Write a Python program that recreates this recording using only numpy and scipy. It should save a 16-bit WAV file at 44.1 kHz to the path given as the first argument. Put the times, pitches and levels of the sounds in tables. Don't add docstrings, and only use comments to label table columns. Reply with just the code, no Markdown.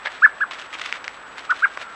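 import sys
import numpy as np
from scipy import signal
from scipy.fft import rfft, irfft
from scipy.io import wavfile

SR = 44100
rng = np.random.default_rng(int(sys.argv[2]) if len(sys.argv) > 2 else 0)


def put_to_file(sound):
    columns = np.atleast_2d(sound).T
    safe = np.clip(columns, -1, 1)
    whole_steps = np.round(safe * 32767)
    wavfile.write(sys.argv[1], SR, whole_steps.astype(np.int16))


N = 85995
TIME = np.arange(N) / SR


def amp(db):
    return 10 ** (np.asarray(db) / 20)


def unit(x):
    return x / np.sqrt(np.mean(x ** 2) + 1e-20)


def add(mix, start, sound):
    part = mix[max(round(start * SR), 0):][:len(sound)]
    part += sound[:len(part)]


def colour(x, points, tilt_db=0):
    octaves = np.log2(np.fft.rfftfreq(len(x), 1 / SR) + 1)
    hz, db = np.transpose(points)
    gain = amp(np.interp(octaves, np.log2(hz), db) + tilt_db * octaves)
    return unit(irfft(rfft(x) * gain, len(x)))


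def drift(hz):
    freqs = np.fft.rfftfreq(N, 1 / SR)
    keep_slow = np.exp(-(freqs / hz) ** 2) * (freqs > 0)
    return unit(irfft(rfft(rng.standard_normal(N)) * keep_slow, N))


def swell(peak, rise, fall):
    t = TIME - peak
    return np.exp(-(np.minimum(t, 0) / rise) ** 2 - np.maximum(t, 0) / fall)


def crackle(hiss, per_second=2200, spread_db=5):
    size = amp(spread_db * np.minimum(rng.exponential(1, N), 3.5)) * rng.choice([-1, 1], N)
    cracks = size * (rng.random(N) < per_second / SR)
    return unit(cracks) + hiss * rng.standard_normal(N)


# frequency in Hz, relative level in dB.
WASH_COLOUR = [(15, -57.5), (25, -24), (143, -17.5), (511, -8.5), (966, -5), (1250, -3), (1380, -2.5),
               (1620, -4.5), (1780, -5.5), (2010, -10), (3620, -23.5), (5660, -36.5), (7000, -45),
               (9100, -63), (15400, -120)]
WASH_TOP_COLOUR = [(8500, -50), (10800, -55), (12000, -70), (15500, -73)]
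# pitch in Hz, level in dB.
HUM_TONES = [(49, -69), (268, -67.5)]


def background():
    level_db = -40.5 + .4 * drift(2.3)
    wash = amp(level_db) * colour(rng.standard_normal(N), list(WASH_COLOUR) + list(WASH_TOP_COLOUR))
    hum = sum(amp(db) * np.sqrt(2) * np.sin(2 * np.pi * (hz * TIME + rng.random()))
              for hz, db in HUM_TONES)
    return wash + hum


# start in seconds, length in seconds, pitch in Hz, level in dB.
FAR_WHISTLES = [(.305, 0.032, 8100, -63), (1.125, .035, 8150, -63), (1.275, .035, 6770, -61),
                (1.78, .30, 1358, -38.5)]


def far_whistle(length, hz, db, waver_hz=25):
    t = np.arange(0, length, 1 / SR)
    pitch = hz + waver_hz * drift(200)[:len(t)]
    fade = np.sqrt(np.sin(np.pi * t / length))
    return amp(db) * fade * np.sin(2 * np.pi * np.cumsum(pitch) / SR)


# delay in seconds, level in dB.
TRUNK_ECHOES = [(.0085, -36), (0.0126, -25), (0.0147, -19.5), (0.0246, -43)]


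def woodland(x):
    t = np.arange(SR // 2) / SR
    echoes = np.zeros(len(t))
    for db, fade_s in [(-25, .086), (-36.5, .95)]:
        dull_noise = colour(rng.standard_normal(len(t)), [(200, 9.5), (2000, 8), (8000, -4.5)])
        tail = dull_noise * amp(-60 * t / fade_s) * (t > .01)
        echoes += amp(db) * tail / np.linalg.norm(tail)
    soft_pulse = np.hanning(11)
    for delay, db in TRUNK_ECHOES:
        add(echoes, delay, amp(db) * soft_pulse / soft_pulse.sum())
    return x + signal.fftconvolve(x, echoes)[:N]


# frequency in Hz, relative level in dB.
LEAF_COLOUR = [(20, -80.5), (150, -34.5), (600, -18), (1200, 0.5), (2400, 1.5), (3500, -1.5), (5000, -11.5),
               (7000, -16), (9000, -28), (11000, -33), (12500, -57.5)]
# time in seconds, level in dB.
RUSTLE_LEVELS = [(0, -51), (.2, -45), (0.301, -50), (.48, -52), (.56, -46), (.70, -46), (.95, -44),
                 (1.12, -49), (1.25, -54), (1.35, -50), (1.43, -48), (1.75, -46.5), (1.95, -51)]
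# peak time, rise and fall in seconds, level in dB,
# treble tilt in dB per octave (higher is brighter).
FOOT_SCUFFS = [(.125, 0.026, 0.039, -39.5, -0.5), (.513, 0.0048, 0.022, -29.5, -3.5),
               (.536, 0.0033, 0.022, -32.5, -1.5), (0.586, .006, 0.017, -36, -5.5),
               (.617, 0.0084, 0.0096, -36, 0), (.660, 0.021, 0.013, -39.5, -4.5),
               (.730, 0.0027, 0.0061, -42, -1), (0.739, 0.0037, 0.014, -31, -0.5),
               (0.753, 0.003, 0.0042, -27.5, -5), (0.794, 0.015, 0.016, -34, -0.5),
               (0.817, 0.0043, 0.0033, -24.5, -1), (0.862, 0.024, .010, -29, -1),
               (.897, 0.0054, 0.046, -40, 0), (.951, 0.023, 0.025, -35, -2.5),
               (1.044, 0.002, 0.0084, -29.5, -2), (1.385, 0.01, 0.021, -33.5, 0),
               (1.510, .005, 0.015, -36.5, 3.5), (1.573, .008, .008, -45, 1.5),
               (1.597, 0.0094, 0.036, -35.5, -0.5), (1.823, 0.015, 0.018, -40, 3)]


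def leaves():
    rustle_db = np.interp(TIME, *np.transpose(RUSTLE_LEVELS)) + 3.6 * drift(22)
    rustle = amp(rustle_db) * colour(crackle(hiss=.81), LEAF_COLOUR)
    scuffs = sum(amp(db) * swell(peak, rise, fall) * colour(crackle(hiss=.31), LEAF_COLOUR, tilt_db)
                 for peak, rise, fall, db, tilt_db in FOOT_SCUFFS)
    return rustle + scuffs


# peak time, rise and fall in seconds, level in dB.
WING_STROKES = [(.061, 0.0091, 0.012, -23), (0.074, 0.0058, 0.0062, -36.5), (0.151, 0.02, 0.065, -38),
                (0.895, 0.0087, 0.018, -31), (1.824, 0.021, 0.0092, -32)]
AIR_RUSHES = [(.86, 0.11, 0.11, -60)]
# frequency in Hz, relative level in dB.
FEATHER_COLOUR = [(100, -33.5), (300, -24.5), (520, -5), (900, -1.5), (1250, -3), (1750, 3.5), (2500, -3.5),
                  (4000, -11), (6000, -26), (10000, -46), (13000, -70)]
AIR_COLOUR = [(40, -13), (130, -10.5), (250, -2), (600, 1.5), (1200, -16), (4000, -60.5)]


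def wings():
    strokes = sum(amp(db) * swell(peak, rise, fall) for peak, rise, fall, db in WING_STROKES)
    rushes = sum(amp(db) * swell(peak, rise, fall) for peak, rise, fall, db in AIR_RUSHES)
    feathers = strokes * colour(crackle(hiss=.89), FEATHER_COLOUR)
    air = rushes * colour(rng.standard_normal(N), AIR_COLOUR)
    return feathers + air


# start in seconds, level in dB, ring pitch in Hz,
# decay in seconds, level of the bright edge in dB compared with the ring.
SHARP_SNAPS = [(.0590, -15, 1730, 0.00047, -22), (.0710, -10.5, 1830, 0.00051, -21),
               (.5360, -29, 2300, 0.00035, 2), (.6220, -25, 2550, .0003, -10),
               (.7295, -23, 2030, 0.00059, -10), (.8167, -28, 2850, .0004, 6.5),
               (.8198, -18, 2500, 0.0002, -16), (.9260, -5.5, 2290, 0.00023, -13),
               (1.0430, -25.5, 2030, 0.00035, 0.5), (1.0796, -10, 2020, 0.00029, -8.5),
               (1.5048, -23, 3350, 0.00019, -4.5), (1.5093, -26.5, 3050, 0.00027, -7),
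               (1.7740, -11, 1550, 0.00018, -18.5), (1.7758, -19, 1270, 0.00048, -14)]


def snap(db, hz, decay, edge_db, edge_hz=4700, edge_s=.00016):
    t = np.arange(0, .01, 1 / SR)
    ring = t / decay * np.exp(1 - t / decay) * np.sin(2 * np.pi * hz * t)
    edge = t / edge_s * np.exp(1 - t / edge_s) * np.sin(2 * np.pi * edge_hz * t)
    band = signal.butter(2, [400, 8500], "band", fs=SR, output="sos")
    return amp(db) * signal.sosfilt(band, ring + amp(edge_db) * edge)


# start and length in seconds, level in dB, top pitch in Hz,
# where the top falls (0 is the start, 1 the end), growth in loudness in dB, rasp level in dB,
# rasp pitch as a multiple of the tone's, level of the overtone an octave up in dB.
BLACKBIRD_CLUCKS = [(.2175, .0503, -1.72, 1748, .64, 14.5, -22.5, 1.22, -52),
                    (.4035, 0.043, -13, 1697, 0.44, 6, -45, 1.2, -34.5),
                    (1.4915, .038, -10.5, 1489, .50, 11, -11, 1.1, -52),
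                    (1.6175, .0445, -7.5, 1622, 0.6, 15.5, -15, 1.38, -52)]


def cluck(length, db, top_hz, top_at, growth_db, rasp_db, rasp_ratio, octave_db):
    start_hz, end_hz, flutter_hz, rasp_width_hz = 1032.4, 893, 330, 460
    attack_s, release_s, buzz_s = .0084, .0097, .0041
    t = np.arange(0, length, 1 / SR)
    progress = t / length
    loudest_at = top_at + .058

    before_top = np.maximum(1 - progress / top_at, 0)
    after_top = np.maximum((progress - top_at) / (1 - top_at), 0)
    pitch = top_hz - (top_hz - start_hz) * before_top ** 1.856 - (top_hz - end_hz) * after_top ** 2.34
    phase = 2 * np.pi * np.cumsum(pitch) / SR
    opening_buzz = amp(-9.5) * np.exp(-(t / buzz_s) ** 2 / 2)
    overtones = (amp(octave_db) + opening_buzz) * np.sin(2 * phase) + amp(-50.5) * np.sin(3 * phase)
    flutter = 1 + .19 * after_top * np.sin(2 * np.pi * flutter_hz * t)
    tone = (np.sin(phase) + overtones) * flutter

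    wobble = (drift(rasp_width_hz) + 1j * drift(rasp_width_hz))[:len(t)]
    fuzz = unit((wobble * np.exp(1j * phase * rasp_ratio)).real)
    rasp = amp(rasp_db) * fuzz * swell(loudest_at * length, rise=.0054, fall=.032)[:len(t)]

    rise_db = -growth_db * np.maximum(1 - progress / loudest_at, 0) ** 1.54
    fade_db = -6.5 * (np.maximum(progress - loudest_at, 0) / (1 - loudest_at)) ** 2
    soft_start = np.minimum(t / attack_s, 1)
    soft_end = np.sin(np.pi / 2 * np.minimum((length - t) / release_s, 1))
    return soft_start * soft_end * amp(db + rise_db + fade_db) * (tone + rasp)


def scene():
    sounds = wings() + leaves()
    for table, source in [(BLACKBIRD_CLUCKS, cluck), (SHARP_SNAPS, snap), (FAR_WHISTLES, far_whistle)]:
        for start, *settings in table:
            add(sounds, start, source(*settings))
    return (woodland(sounds) + background())[None]


def record(dry):
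    whine_hz, whine_db, flips_per_s = 7796.3, -57.5, 59.6
    ceiling, hardness, cutoff_hz = .97, 24, 15700
    hz = np.fft.rfftfreq(N, 1 / SR)
    dull = irfft(rfft(dry) * amp(np.interp(hz, [10500, 12500], [0, -8])), N)
    rounded = dull / (2 + abs(dull / ceiling) ** hardness) ** (1 / hardness)
    flips = np.tanh(20 * np.sin(np.pi * flips_per_s * TIME))
    whine = amp(whine_db) * np.sin(2 * np.pi * whine_hz * TIME) * flips
    treble_cut = signal.firwin(511, cutoff_hz, window=("kaiser", 9), fs=SR)
    return signal.oaconvolve(rounded + whine, treble_cut[None], "same")


dry = scene()
out = record(dry)
put_to_file(out)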